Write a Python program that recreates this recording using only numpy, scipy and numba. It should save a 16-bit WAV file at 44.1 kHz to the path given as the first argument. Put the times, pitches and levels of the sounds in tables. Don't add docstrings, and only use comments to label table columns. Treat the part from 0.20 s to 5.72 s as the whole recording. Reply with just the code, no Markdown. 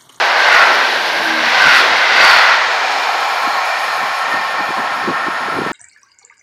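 import sys
import numpy as np
from scipy import signal
from scipy.fft import rfft, irfft
from scipy.io import wavfile
from scipy.ndimage import uniform_filter1d
from numba import njit

SR = 44100
rng = np.random.default_rng(int(sys.argv[2]) if len(sys.argv) > 2 else 0)


def rack_gain(trim_db):
    fader = np.asarray(trim_db, float)
    return 10 ** (fader / 20)


def int16_out(signal):
    q = np.round(np.clip(np.atleast_2d(signal).T, -1, 1) * 32767)
    wavfile.write(sys.argv[1], SR, q.astype(np.int16))


N = 243431
TIME = np.arange(N) / SR
FREQ = np.fft.rfftfreq(N, 1 / SR) + 1

# time abreast in seconds, level in dB, distance in metres,
# brightness in dB per octave, flange squeal in dB.
BOGIES = [
    (-0.1, -19, 6.2, -25, -32),
    (0.38, -9, 3.1, -6, -25),
    (0.62, -16, 0.56, -3, -25),
    (1.3, -25.5, 5.6, 3, -22),
    (1.52, -9.5, 3.14, -3.5, -27),
    (2.081, -9.5, 5.5, -3.5, -9.5),
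    (2.28, -12.5, 2.8, -7.5, -18),
]
# pitch in Hz, width in Hz, level in dB.
WHEEL_NOTES = [(898, 170, -30), (1132, 96, -11), (1436, 127, -1.3), (1968, 190, 0), (2550, 260, -5),
               (3606, 280, -10.5), (5480, 73, -16.5)]
# time in seconds, pitch in Hz, level in dB.
RAIL_NOTE = [
    (0.5, 1580, -25),
    (0.7, 1590, -27.5),
    (0.9, 1584, -30),
    (1.1, 1660, -23.5),
    (1.3, 1570, -28),
    (1.5, 1550, -16),
    (1.75, 1480, -45),
    (1.95, 1610, -37),
    (2.1, 1520, -48),
]
# time in seconds, distance in metres, rail rumble in dB,
# sleepers in dB, wheel hiss in dB.
AXLE_LOADS = [
    (-0.03, 5.2, -13.5, -34, -23),
    (0.34, 4.8, -13.5, -48, -18.5),
    (0.54, 6.6, -17, -27, -19),
    (0.89, 2.3, -32, -25, -27),
    (1.39, 3.3, -14, -38, -17),
    (1.57, 2.5, -23, -26.5, -13.5),
    (1.77, 4.7, -18, -34, -24.5),
    (2.1, 4.2, -12, -33, -13.5),
    (2.3, 2.5, -21.5, -48, -20.5),
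]
# pitch in Hz, level in dB per Hz.
ROAR_COLOUR = [(40, -58), (150, -42), (210, -16.5), (300, -12.5), (410, -7), (690, 1.5), (970, 2.5),
               (1310, -4), (1640, 2), (2500, -4), (4500, -7), (5800, -15.5), (7800, -31), (15600, -62)]
# pitch in Hz, width in Hz, level in dB.
AIR_RUSH = [(8600, 3600, 0), (9870, 1240, 0.5), (11060, 1800, 1.5), (12400, 970, -2.5), (13500, 1400, -5),
            (14500, 1300, -5), (15300, 1200, -13)]
# pitch in Hz, width in Hz, level in dB.
NOTES_BEHIND = [(775, 90, 4), (1076.7, 35, 1), (1333, 91, 2.5), (1815, 45, -4)]
# start in seconds, rise in seconds, peak in dB,
# fading in dB per second.
NOTE_SWELLS = [
    (2.34, 0.53, -26, 4.5),
    (2.48, 0.81, -26, 1.5),
    (2, 1, -28, -0.5),
    (2.91, 0.46, -22.5, 1),
]
# pitch in Hz, width in Hz, level in dB.
HISS_BEHIND = [(2390, 110, 6.5), (4280, 300, 0.7), (5290, 350, -3), (6620, 880, -5), (8630, 560, -16.5),
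               (11700, 530, -21)]
# time in seconds, peak in dB, half length in seconds.
GUSTS = [(0.5, -48, .15), (0.744, -39, 0.026), (1.056, -35.5, 0.25), (1.432, -31, 0.085),
         (1.756, -37, 0.054), (2.005, -29, 0.027), (2.167, -40, .04), (2.335, -43, 0.066),
         (2.47, -41, 0.026), (2.694, -50, 0.058), (2.997, -51, .03), (3.276, -44, 0.084),
         (3.37, -39, 0.036), (3.593, -49, .03), (3.683, -40, 0.034), (3.82, -33, .05), (3.92, -42, 0.031),
         (4.153, -35, 0.061), (4.26, -45, .03), (4.397, -35, 0.068), (4.583, -29.5, 0.0456),
         (4.72, -34, .04), (4.908, -22, 0.049), (5.08, -31, 0.027), (5.393, -23.5, 0.1), (5.47, -30, 0.061)]
# time in seconds, peak in dB, pitch in Hz, length in milliseconds.
BUFFETS = [(3.27, -23, 280, 12.5), (3.66, -40, 444, 5.1), (3.821, -38, 288, 8.7), (4.136, -21, 272, 13.3),
           (4.4, -22, 283, 14), (4.488, -20, 151, 7.6), (4.503, -18, 369, 9.5), (4.593, -19, 247, 11.4),
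           (4.719, -30, 450, 7.2), (4.839, -18, 350, 8.5), (4.874, -13.5, 350, 13.4),
           (4.886, -12.5, 440, 7.3), (4.898, -21, 355, 11.4), (4.939, -29, 215, 8), (5.064, -23, 353, 9),
           (5.081, -16, 303, 8.4), (5.281, -21, 402, 10.3), (5.364, -17, 312, 11.3),
           (5.382, -13.5, 400, 13.5), (5.416, -11, 380, 6.5), (5.462, -13.5, 374, 6.4),
           (5.51, -17, 310, 8.7)]

SPEED_MS = 25
TAIL_S = 2.21


def unit(x):
    return x / np.sqrt(np.mean(x ** 2))


@njit
def resonator(x, hz, width):
    out, band, low = np.empty(len(x)), 0., 0.
    for i in range(len(x)):
        g = np.tan(np.pi * hz[i] / SR)
        damping = width / hz[i]
        v = (band + g * (x[i] - low)) / (1 + g * (g + damping))
        band = 2 * v - band
        low = low + 2 * g * v
        out[i] = damping * v
    return out


def walk(rate):
    hold = int(SR / rate)
    steps = np.repeat(rng.standard_normal(N // hold + 1), hold)
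    return 1.4 * uniform_filter1d(uniform_filter1d(steps, hold), hold)[:N]


def swell(from_s, rise_s, peak_db, fade_db_s):
    rise = np.clip((TIME - from_s) / rise_s, 0, 1)
    fade_db = fade_db_s * np.maximum(TIME - from_s - rise_s, 0)
    return np.sin(np.pi / 2 * rise) ** 2 * rack_gain(peak_db - fade_db)


def passing(at_s, metres):
    along = SPEED_MS * (TIME - at_s)
    reach = np.hypot(along, metres)
    bend = 1 / (1 + SPEED_MS / 343 * along / reach)
    return bend, metres / reach


def ring(modes, bend, slope_db, flicker_db=-0.5, rate=9):
    out = 0
    for hz, width, db in modes:
        pitch = hz * bend
        noise = rng.standard_normal(len(bend))
        note = unit(resonator(resonator(noise, pitch, 1.78 * width), pitch, 1.78 * width))
        tilt_db = slope_db * np.log2(hz / 1450)
        out = out + rack_gain(db + tilt_db + flicker_db * walk(rate)[:len(bend)]) * note
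    return out


def bogies():
    out = np.zeros(N)
    for at_s, db, metres, slope_db, squeal_db in BOGIES:
        heard = np.abs(TIME - at_s) < 1.2
        bend, near = (v[heard] for v in passing(at_s, metres))
        late_bend, late_near = (v[heard] for v in passing(at_s + 0.04, 0.75 * metres))
        squeal = late_near ** 2 * ring([(4460, 110, squeal_db)], late_bend, 0, flicker_db=1.2)
        wheels = ring(WHEEL_NOTES, bend, slope_db)
        out[heard] += rack_gain(db - 2.5) * near ** 1.82 * (wheels + squeal)
    return out


def rail():
    at_s, hz, db = np.transpose(RAIL_NOTE)
    pitch = np.interp(TIME, at_s, hz)
    level_db = np.interp(TIME, at_s, db)
    return rack_gain(level_db) * ring([(1570, 88, 3.6)], pitch / 1600, 0)


def rolling():
    gone = np.clip((TIME - TAIL_S) / 0.2 + 0.5, 0, 1)
    since = np.maximum(TIME - TAIL_S, 0)
    near = np.array([passing(at_s, metres)[1] ** 4 for at_s, metres, *_ in AXLE_LOADS])
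    loads = rack_gain(np.array(AXLE_LOADS)[:, 2:].T) ** 2 @ near
    # dB alongside, dB behind the tail, fading in dB per second
    beds = [(-21, -17, 1.74), (-41, -35.5, 5), (-22, -22.5, 3)]
    bed = [rack_gain(beside_db + gone * (behind_db - beside_db) - fade_db_s * since)
           for beside_db, behind_db, fade_db_s in beds]
    alongside = rack_gain(-59) * (1 - gone)
    rush_power = rack_gain(-46) ** 2 * (loads[2] / loads[2].max()) ** 1.8
    rustle = swell(from_s=1.93, rise_s=1.4, peak_db=-52.5, fade_db_s=4)
    vent = rack_gain(-51.5) * passing(0.86, 19)[1] ** 2
    air_power = alongside ** 2 + rush_power + rustle ** 2 + vent ** 2
    return [10 * np.log10(p) for p in (*(loads + np.square(bed)), air_power)]


def roar():
    hz, colour_db = np.transpose(ROAR_COLOUR)
    noise = rfft(rng.standard_normal(N)) * rack_gain(np.interp(np.log(FREQ), np.log(hz), colour_db))
    rumble_db, sleepers_db, hiss_db, air_db = rolling()
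    parts = []
    for k, (db, flicker_db) in enumerate([(sleepers_db, 2.2), (rumble_db, 0.6), (hiss_db, 0.6)]):
        share = np.interp(np.log(FREQ), np.log((300, 900, 3800)), np.eye(3)[k])
        parts.append(rack_gain(db - 2.0 + flicker_db * walk(16)) * unit(irfft(noise * share, N)))
    patchy_db = np.interp(TIME, [2.2, 3.6], [1.0, 2.6])
    rush = ring(AIR_RUSH, np.ones(N), 0, flicker_db=patchy_db, rate=40)
    air = rack_gain(air_db + 1.4 * walk(50)) * rush
    echo = np.interp(TIME, [2.4, 3.4, 5.0], [0.02, 0.4, 0.65])
    treble_band = signal.butter(2, [5300, 12000], "band", fs=SR, output="sos")
    treble = signal.sosfiltfilt(treble_band, air + parts[2])
    return sum(parts) + air + echo * np.roll(treble, 26)


def fan():
    at_s, metres, beam = 1.125, 6.5, 7
    bend, near = passing(at_s, metres)
    near_lower = passing(at_s + 0.06, metres)[1]
    turn = 2 * np.pi * np.cumsum(321 * bend * (1 + 0.004 * walk(24.2))) / SR
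    upper = near ** beam * rack_gain(-26.5 + 1.5 * walk(22)) * np.sin(turn)
    lower = near_lower ** beam * rack_gain(-33 + 1.5 * walk(22)) * np.sin(0.76 * turn)
    behind = swell(from_s=2.5, rise_s=0.27, peak_db=-41, fade_db_s=90) * np.sin(2 * np.pi * 280 * TIME)
    return upper + lower + behind


def singing():
    fading = rack_gain(-12 * np.maximum(TIME - 5.1, 0))
    bend = 1 + 0.0013 * walk(2.2)
    notes = fading * sum(swell(*when) * ring([mode], bend, 0, flicker_db=1.0)
                         for mode, when in zip(NOTES_BEHIND, NOTE_SWELLS))
    hiss_gain = swell(from_s=2, rise_s=0.8, peak_db=-34.5, fade_db_s=4)
    hiss = hiss_gain * ring(HISS_BEHIND, 1 + 0.014 * walk(1.23), 0, flicker_db=1.5)
    whistle_gain = swell(from_s=4.5, rise_s=0.7, peak_db=-54.5, fade_db_s=8)
    whistle = whistle_gain * ring([(10150, 300, 0.1)], 1 + 0.004 * walk(3.0), 0, flicker_db=1.5, rate=17)
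    return notes + hiss + whistle


def wake():
    gusts = rack_gain(-73) + sum(rack_gain(db) * np.exp(-np.abs(TIME - at_s) / half_s) for at_s, db, half_s in GUSTS)
    still = np.ones(N)
    flutter = resonator(rng.standard_normal(N), 200 * still, 450.0)
    flutter = unit(resonator(flutter, 230 * still, 400.0))
    out = gusts * rack_gain(-2 + 4.0 * walk(45)) * flutter
    for at_s, peak_db, hz, ms in BUFFETS:
        near = np.abs(TIME - at_s) < 0.05
        age = TIME[near] - at_s - ms / 2000
        slowing = 1 - 25 * np.clip(age, -0.02, 0.02)
        swirl = np.cos(2 * np.pi * hz * age * slowing) + 0.24 * flutter[near]
        out[near] += rack_gain(peak_db) * np.exp(-(age * 2500 / ms) ** 2) * swirl
    deep = unit(resonator(rng.standard_normal(N), 60 * still, 76.0))
    return out + (gusts + rack_gain(-65.5)) * rack_gain(-19.5 + 7.7 * walk(12)) * deep


def scene():
    return (bogies() + rail() + roar() + fan() + singing() + wake())[None]


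def low_pass(x):
    return signal.sosfilt(signal.butter(12, 15640, fs=SR, output="sos"), x)


def record(dry):
    thin = signal.sosfilt(signal.butter(2, 160, "high", fs=SR, output="sos"), dry)
    full = np.clip(thin, -0.99, 0.99)
    return low_pass(full)


dry = scene()
out = record(dry)
int16_out(out)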